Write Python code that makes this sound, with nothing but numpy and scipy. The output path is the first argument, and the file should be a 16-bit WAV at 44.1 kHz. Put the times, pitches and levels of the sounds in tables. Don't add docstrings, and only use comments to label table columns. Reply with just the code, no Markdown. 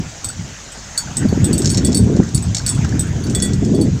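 import sys
import numpy as np
from scipy import signal
from scipy.fft import rfft, irfft, next_fast_len
from scipy.io import wavfile
from scipy.ndimage import uniform_filter1d, map_coordinates

SR = 44100
rng = np.random.default_rng(int(sys.argv[2]) if len(sys.argv) > 2 else 0)


def dump(signal):
    limited = np.clip(np.atleast_2d(signal).T, -1, 1)
    pcm = np.round(limited * 32767).astype(np.int16)
    wavfile.write(sys.argv[1], SR, pcm)


N = 176400

# t/s, level/dB of each mode family (hum, low, middle, main, upper),
# lean/dB towards the higher mode of a split pair. Levels in all tables are relative.
PELLET_STRIKES = [(0.2445, -48, -32, -43, -17, -47, -7), (0.2875, -55, -34, -55, -25, -44, -4),
                  (0.7198, -55, -55, -42, -36, -55, 6), (0.9764, -38, -15, -26, -18, -23, -14),
                  (1.169, -55, -51, -29, -15, -34, 10), (1.2865, -55, -30, -55, -55, -48, -2),
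                  (1.4437, -35, -35, -38, -16, -34, 2), (1.5298, -48, -25, -32, -19, -29, 2),
                  (1.5795, -55, -48, -31, -16, -32, 2), (1.619, -46, -42, -35, -32, -49, 10),
                  (1.7003, -47, -26, -39, -21, -33, -6), (1.7157, -40, -25, -31, -37, -29, -13),
                  (1.8475, -30, -23, -32, -18, -26, 2), (1.946, -55, -18, -34, -15, -23, 0),
                  (1.9715, -48, -23, -47, -16, -23, -14), (2.0353, -55, -41, -53, -40, -50, -4),
                  (2.3464, -49, -22, -27, -18, -21, 7), (2.4245, -55, -51, -54, -27, -46, 0),
                  (2.6635, -37, -19, -27, -17, -27, 7), (2.691, -39, -43, -25, -17, -21, 12),
                  (2.7475, -54, -39, -55, -33, -39, 7), (2.994, -55, -48, -40, -15, -35, 4),
                  (3.068, -51, -47, -55, -42, -47, 0), (3.238, -55, -30, -55, -55, -40, -1),
                  (3.3025, -55, -55, -46, -33, -55, 10), (3.3487, -26, -25, -27, -16, -31, 3),
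                  (3.4224, -22, -22, -25, -19, -19, 2), (3.4485, -42, -34, -31, -23, -35, 4),
                  (3.5338, -52, -55, -43, -37, -48, 1), (3.6481, -55, -55, -47, -43, -55, 4),
                  (3.747, -39, -34, -55, -34, -43, -3), (3.8124, -42, -26, -53, -30, -31, 1)]
# f/Hz, level/dB, T60/s, family (0 hum to 4 upper), place in pair (-1 lower, 1 higher, 0 none)
SHELL_MODES = [(1947, -11, .45, 0, 0), (3417, 0, .25, 0, 0), (3670, -18, .12, 3, 0), (4509, 0, .115, 1, 0),
               (5460, -8, .12, 2, 0), (6793, 0, .2, 2, -1), (7436, 0, .15, 2, 1), (7998, 0, .11, 3, 0),
               (8122, -1, .1, 3, 0), (9025, 0, .105, 4, -1), (9440, 0, .1, 4, 1), (12385, -17, .11, 1, 0),
               (13330, -19, .11, 3, 0), (14228, -18, .1, 2, 1)]
# t/s, level/dB
CLIP_IMPACTS = [(1.1845, -25), (1.6196, -12), (1.6463, -11), (1.6572, -5), (1.668, -14), (1.6745, -9.5),
                (1.6936, -13), (1.7018, -10), (1.736, -17), (1.7453, -6), (1.7727, -6), (1.7784, -8.5),
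                (1.871, -13), (1.92, -18), (1.9285, -13), (2.165, -20), (2.2343, -24), (2.2887, -23),
                (2.3766, -15), (2.4823, -26), (2.5474, -3.5), (2.5564, -21), (2.5672, -7), (2.57, -12),
                (2.5828, -11), (2.5944, -17), (2.6174, -26), (2.679, -12), (2.6845, -12), (2.8464, -21),
                (2.892, -22), (3.0133, -21), (3.268, -21), (3.298, -16), (3.4005, -12.5), (3.5337, -16),
                (3.6483, -21)]
# f/Hz, level/dB, T60/s
CLIP_MODES = [(2250, -15, .04), (3880, -8, .08), (4380, -3, .09), (5270, -6, .08), (5425, -2, .1),
              (5490, -2, .12), (5790, -8, .06), (6490, -1, .09), (6720, -5, .06), (7075, -3, .08),
              (7510, -3, .08), (8000, -7, .05), (10500, -24, .03)]
# f/Hz, level/dB
CRACK_SPECTRUM = [(800, -26), (2200, -14), (3000, -15), (4300, -4), (5500, 0), (6800, 0), (8200, -4),
                  (9500, -22), (12500, -30), (15500, -41)]

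# t/s, level/dB
RUMBLE_ENVELOPE = [(0.0, -21), (0.18, -45), (0.42, -28.5), (0.69, -53), (0.92, -36.5), (0.98, -47.5),
                   (1.09, -22.5), (1.14, -32), (1.2, -17.5), (2.09, -14), (2.32, -21.5), (2.36, -14.5),
                   (2.44, -25), (2.48, -17), (2.6, -26.5), (2.75, -18), (3.32, -19), (3.4, -15),
                   (3.43, -14.5), (3.48, -15.5), (3.94, -14.5), (4.0, -22)]
GUST_ENVELOPE = [(0.0, -25.5), (0.04, -52), (1.01, -56), (1.07, -38), (1.14, -45), (1.26, -10.5),
                 (1.28, -38), (1.46, -15.5), (1.73, -23), (1.92, -11.5), (1.94, -19), (2.21, -13),
                 (2.25, -27.5), (2.62, -42), (2.92, -22), (2.99, -30), (3.53, -21.5), (3.6, -36),
                 (3.63, -9.5), (3.65, -21), (3.75, -9), (3.89, -18), (3.91, -30), (4.0, -32)]
# f/Hz, level/dB
RUMBLE_SPECTRUM = [(20, -31), (45, -12), (75, -1), (115, 1), (170, -2.5), (250, -12), (400, -26.5),
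                   (800, -69), (2000, -100)]
GUST_SPECTRUM = [(40, -46), (120, -11), (200, 1), (290, -1), (400, -8.5), (520, -18), (700, -26.5),
                 (1100, -43.5), (3000, -80)]
BREEZE_SPECTRUM = [(20, -14), (50, 6.5), (90, -5), (160, -12), (400, -24), (1500, -68)]
# t/s, level/dB, f/Hz
EDDIES = [(.006, -14, 156), (0.273, -22, 99), (0.398, -12.5, 136), (0.412, -19, 154), (1.258, -1, 244),
          (1.328, -5, 430), (1.33, -2, 195), (1.377, -2.5, 265), (2.171, -7, 332), (2.199, 3.5, 176),
          (2.202, -3, 340), (2.353, -0.5, 135), (2.768, -15, 118), (2.793, -0.5, 140), (3.791, -3, 300)]

# t/s, level/dB
HISS_ENVELOPE = [(0.0, -37.5), (1.49, -37), (1.78, -36), (2.07, -38.5), (2.78, -36.5), (3.05, -38.5),
                 (3.33, -38), (4.0, -39.5)]
LAP_ENVELOPE = [(0.0, -42), (0.65, -45), (1.31, -36.5), (2.38, -45), (2.84, -35.5), (2.85, -28),
                (2.86, -39.5), (3.49, -40), (3.71, -50.5), (4.0, -43.5)]
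# f/Hz, level/dB
HISS_SPECTRUM = [(200, -25), (600, -2), (1500, -8), (2800, -6.5), (4000, -7), (5200, -4.5), (6500, 1),
                 (7300, -2.5), (8300, -12.5), (9500, -24.5), (12000, -31.5), (15500, -36)]
LAP_SPECTRUM = [(150, 5), (450, -1.5), (750, 0.5), (1100, -5), (1600, 1), (2200, -7), (3200, -9.5),
                (6000, -29), (12000, -33)]
# t/s, level/dB, starting f/Hz
NEAR_BUBBLES = [(.299, -20, 1370), (1.073, -21.5, 1450), (1.346, -24, 850), (2.230, -22.5, 1770),
                (2.600, -20, 1470), (2.806, -23.5, 850), (2.848, -16, 1295), (2.924, -18, 1590)]

ATTACK_S = .00034


def bell(strike_db=1.5, contact_db=-.5, bounce_db=-6, bounce_s=.012):
    out = np.zeros(N)
    for start, *family_db, lean_db in PELLET_STRIKES:
        modes = []
        for hz, db, t60, family, place in SHELL_MODES:
            pair_share = 1 / (1 + amp(-place * lean_db) ** 2)
            modes.append((hz, db + family_db[int(family)] + 10 * np.log10(2 * pair_share), t60))
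        add(out, start, amp(strike_db) * ring(modes))
        force = np.linalg.norm(amp(family_db))
        add(out, start, force * amp(contact_db) * clack())
        rebound = start + bounce_s * (.5 + rng.random())
        add(out, rebound, force * amp(bounce_db) * clack())
    for start, db in CLIP_IMPACTS:
        add(out, start, amp(db) * clack())
    return out


def ring(modes, scatter_db=1.5):
    hz, db, t60 = np.transpose(modes)
    t = np.arange(SR // 3)[:, None] / SR
    gains = amp(db + scatter_db * rng.standard_normal(len(hz)))
    onset = 1 - np.exp(-t / ATTACK_S)
    return (gains * onset * decay(t, t60) * np.sin(2 * np.pi * hz * t)).sum(1)


def clack(graininess=.82):
    t = np.arange(SR // 3) / SR
    crack = amp(-5.5) * decay(t, t60=.014)
    flutter = np.interp(t, np.linspace(0, t[-1], num=200), rng.standard_normal(200))
    grains = unit(np.exp(graininess * flutter))
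    chatter = amp(-19.5) * grains * decay(t, t60=.07)
    noise = coloured(rng.standard_normal(len(t)), CRACK_SPECTRUM)
    onset = 1 - np.exp(-t / ATTACK_S)
    return noise * (crack + chatter) * onset + amp(-18.5) * ring(CLIP_MODES)


def wind():
    breeze = amp(-43.5) * coloured(rng.standard_normal(N), BREEZE_SPECTRUM)
    rumble_db = curve(RUMBLE_ENVELOPE) - .5 + 2 * wobble(knots_per_s=22.13)
    rumble = amp(rumble_db) * coloured(rng.standard_normal(N), RUMBLE_SPECTRUM)
    roar_db = curve(GUST_ENVELOPE) + 3 * wobble(knots_per_s=90)
    roar = amp(roar_db) * coloured(rng.standard_normal(N), GUST_SPECTRUM)
    return breeze + rumble + roar


def eddies(half_width_cycles=.51, roundness=.9):
    out = np.zeros(N)
    for centre, db, hz in EDDIES:
        cycles = (np.arange(N) / SR - centre) * hz
        envelope = np.exp(-np.abs(cycles / half_width_cycles) ** roundness)
        out += amp(db) * envelope * np.sin(2 * np.pi * (cycles + rng.random()))
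    return out


def shore(bubble_count=150, centre_hz=1446):
    lap_db = curve(LAP_ENVELOPE)
    hiss = amp(curve(HISS_ENVELOPE) + .5) * patchy_noise(HISS_SPECTRUM, patch_db=2)
    lapping = amp(lap_db + 3) * patchy_noise(LAP_SPECTRUM, patch_db=4)
    out = hiss + lapping
    for when, pitch, strength in rng.random((bubble_count, 3)):
        db = lap_db[int(when * N)] + 2.5 + 11.7 * strength ** 2
        hz = centre_hz * 2 ** (2 * pitch - 1)
        add(out, when * N / SR, amp(db) * bubble(hz))
    for start, db, hz in NEAR_BUBBLES:
        add(out, start, amp(db) * bubble(hz))
    return out


def bubble(hz, cycles=36, chirp=.2):
    life = cycles / hz
    t = np.arange(int(life * SR)) / SR
    phase = 2 * np.pi * hz * t * (1 + chirp * t / life)
    onset = 1 - np.exp(-t * hz / 2)
    return onset * decay(t, life) * np.sin(phase)


def patchy_noise(spectrum, patch_db):
    cells = signal.stft(rng.standard_normal(N), nperseg=512)[2]
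    patches = uniform_filter1d(rng.standard_normal(cells.shape), size=6, axis=0)
    patches = uniform_filter1d(patches, size=8, axis=1)
    noise = signal.istft(cells * amp(patch_db * unit(patches)), nperseg=512)[1][:N]
    return coloured(noise, spectrum)


def coloured(noise, spectrum):
    hz, db = np.transpose(spectrum)
    f = np.fft.rfftfreq(len(noise), 1 / SR)
    gain = amp(np.interp(np.log(f + 1), np.log(hz), db))
    return unit(irfft(rfft(noise) * gain, len(noise)))


def decay(t, t60):
    return np.exp(-np.log(1000) * t / t60)


def amp(db):
    return 10 ** (np.asarray(db) / 20)


def unit(x):
    return x / np.sqrt(np.mean(x ** 2) + 1e-20)


def curve(rows):
    return np.interp(np.arange(N) / SR, *np.transpose(rows))


def wobble(knots_per_s):
    return map_coordinates(rng.standard_normal(2000), [np.arange(N) * knots_per_s / SR], mode="mirror")


def add(track, start, sound):
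    i = int(np.clip(round(start * SR), 0, N))
    track[i:i + len(sound)] += sound[:N - i]


def scene():
    return (shore() + wind() + eddies() + bell())[None]


def record(dry):
    cutoff_hz = 15700
    rounded = dry / (1 + np.abs(dry) ** 6) ** (1 / 6)
    padded = next_fast_len(N + SR // 2)
    passband = np.fft.rfftfreq(padded, 1 / SR) < cutoff_hz
    return irfft(rfft(rounded, padded) * passband, padded)[..., :N]


dry = scene()
out = record(dry)
dump(out)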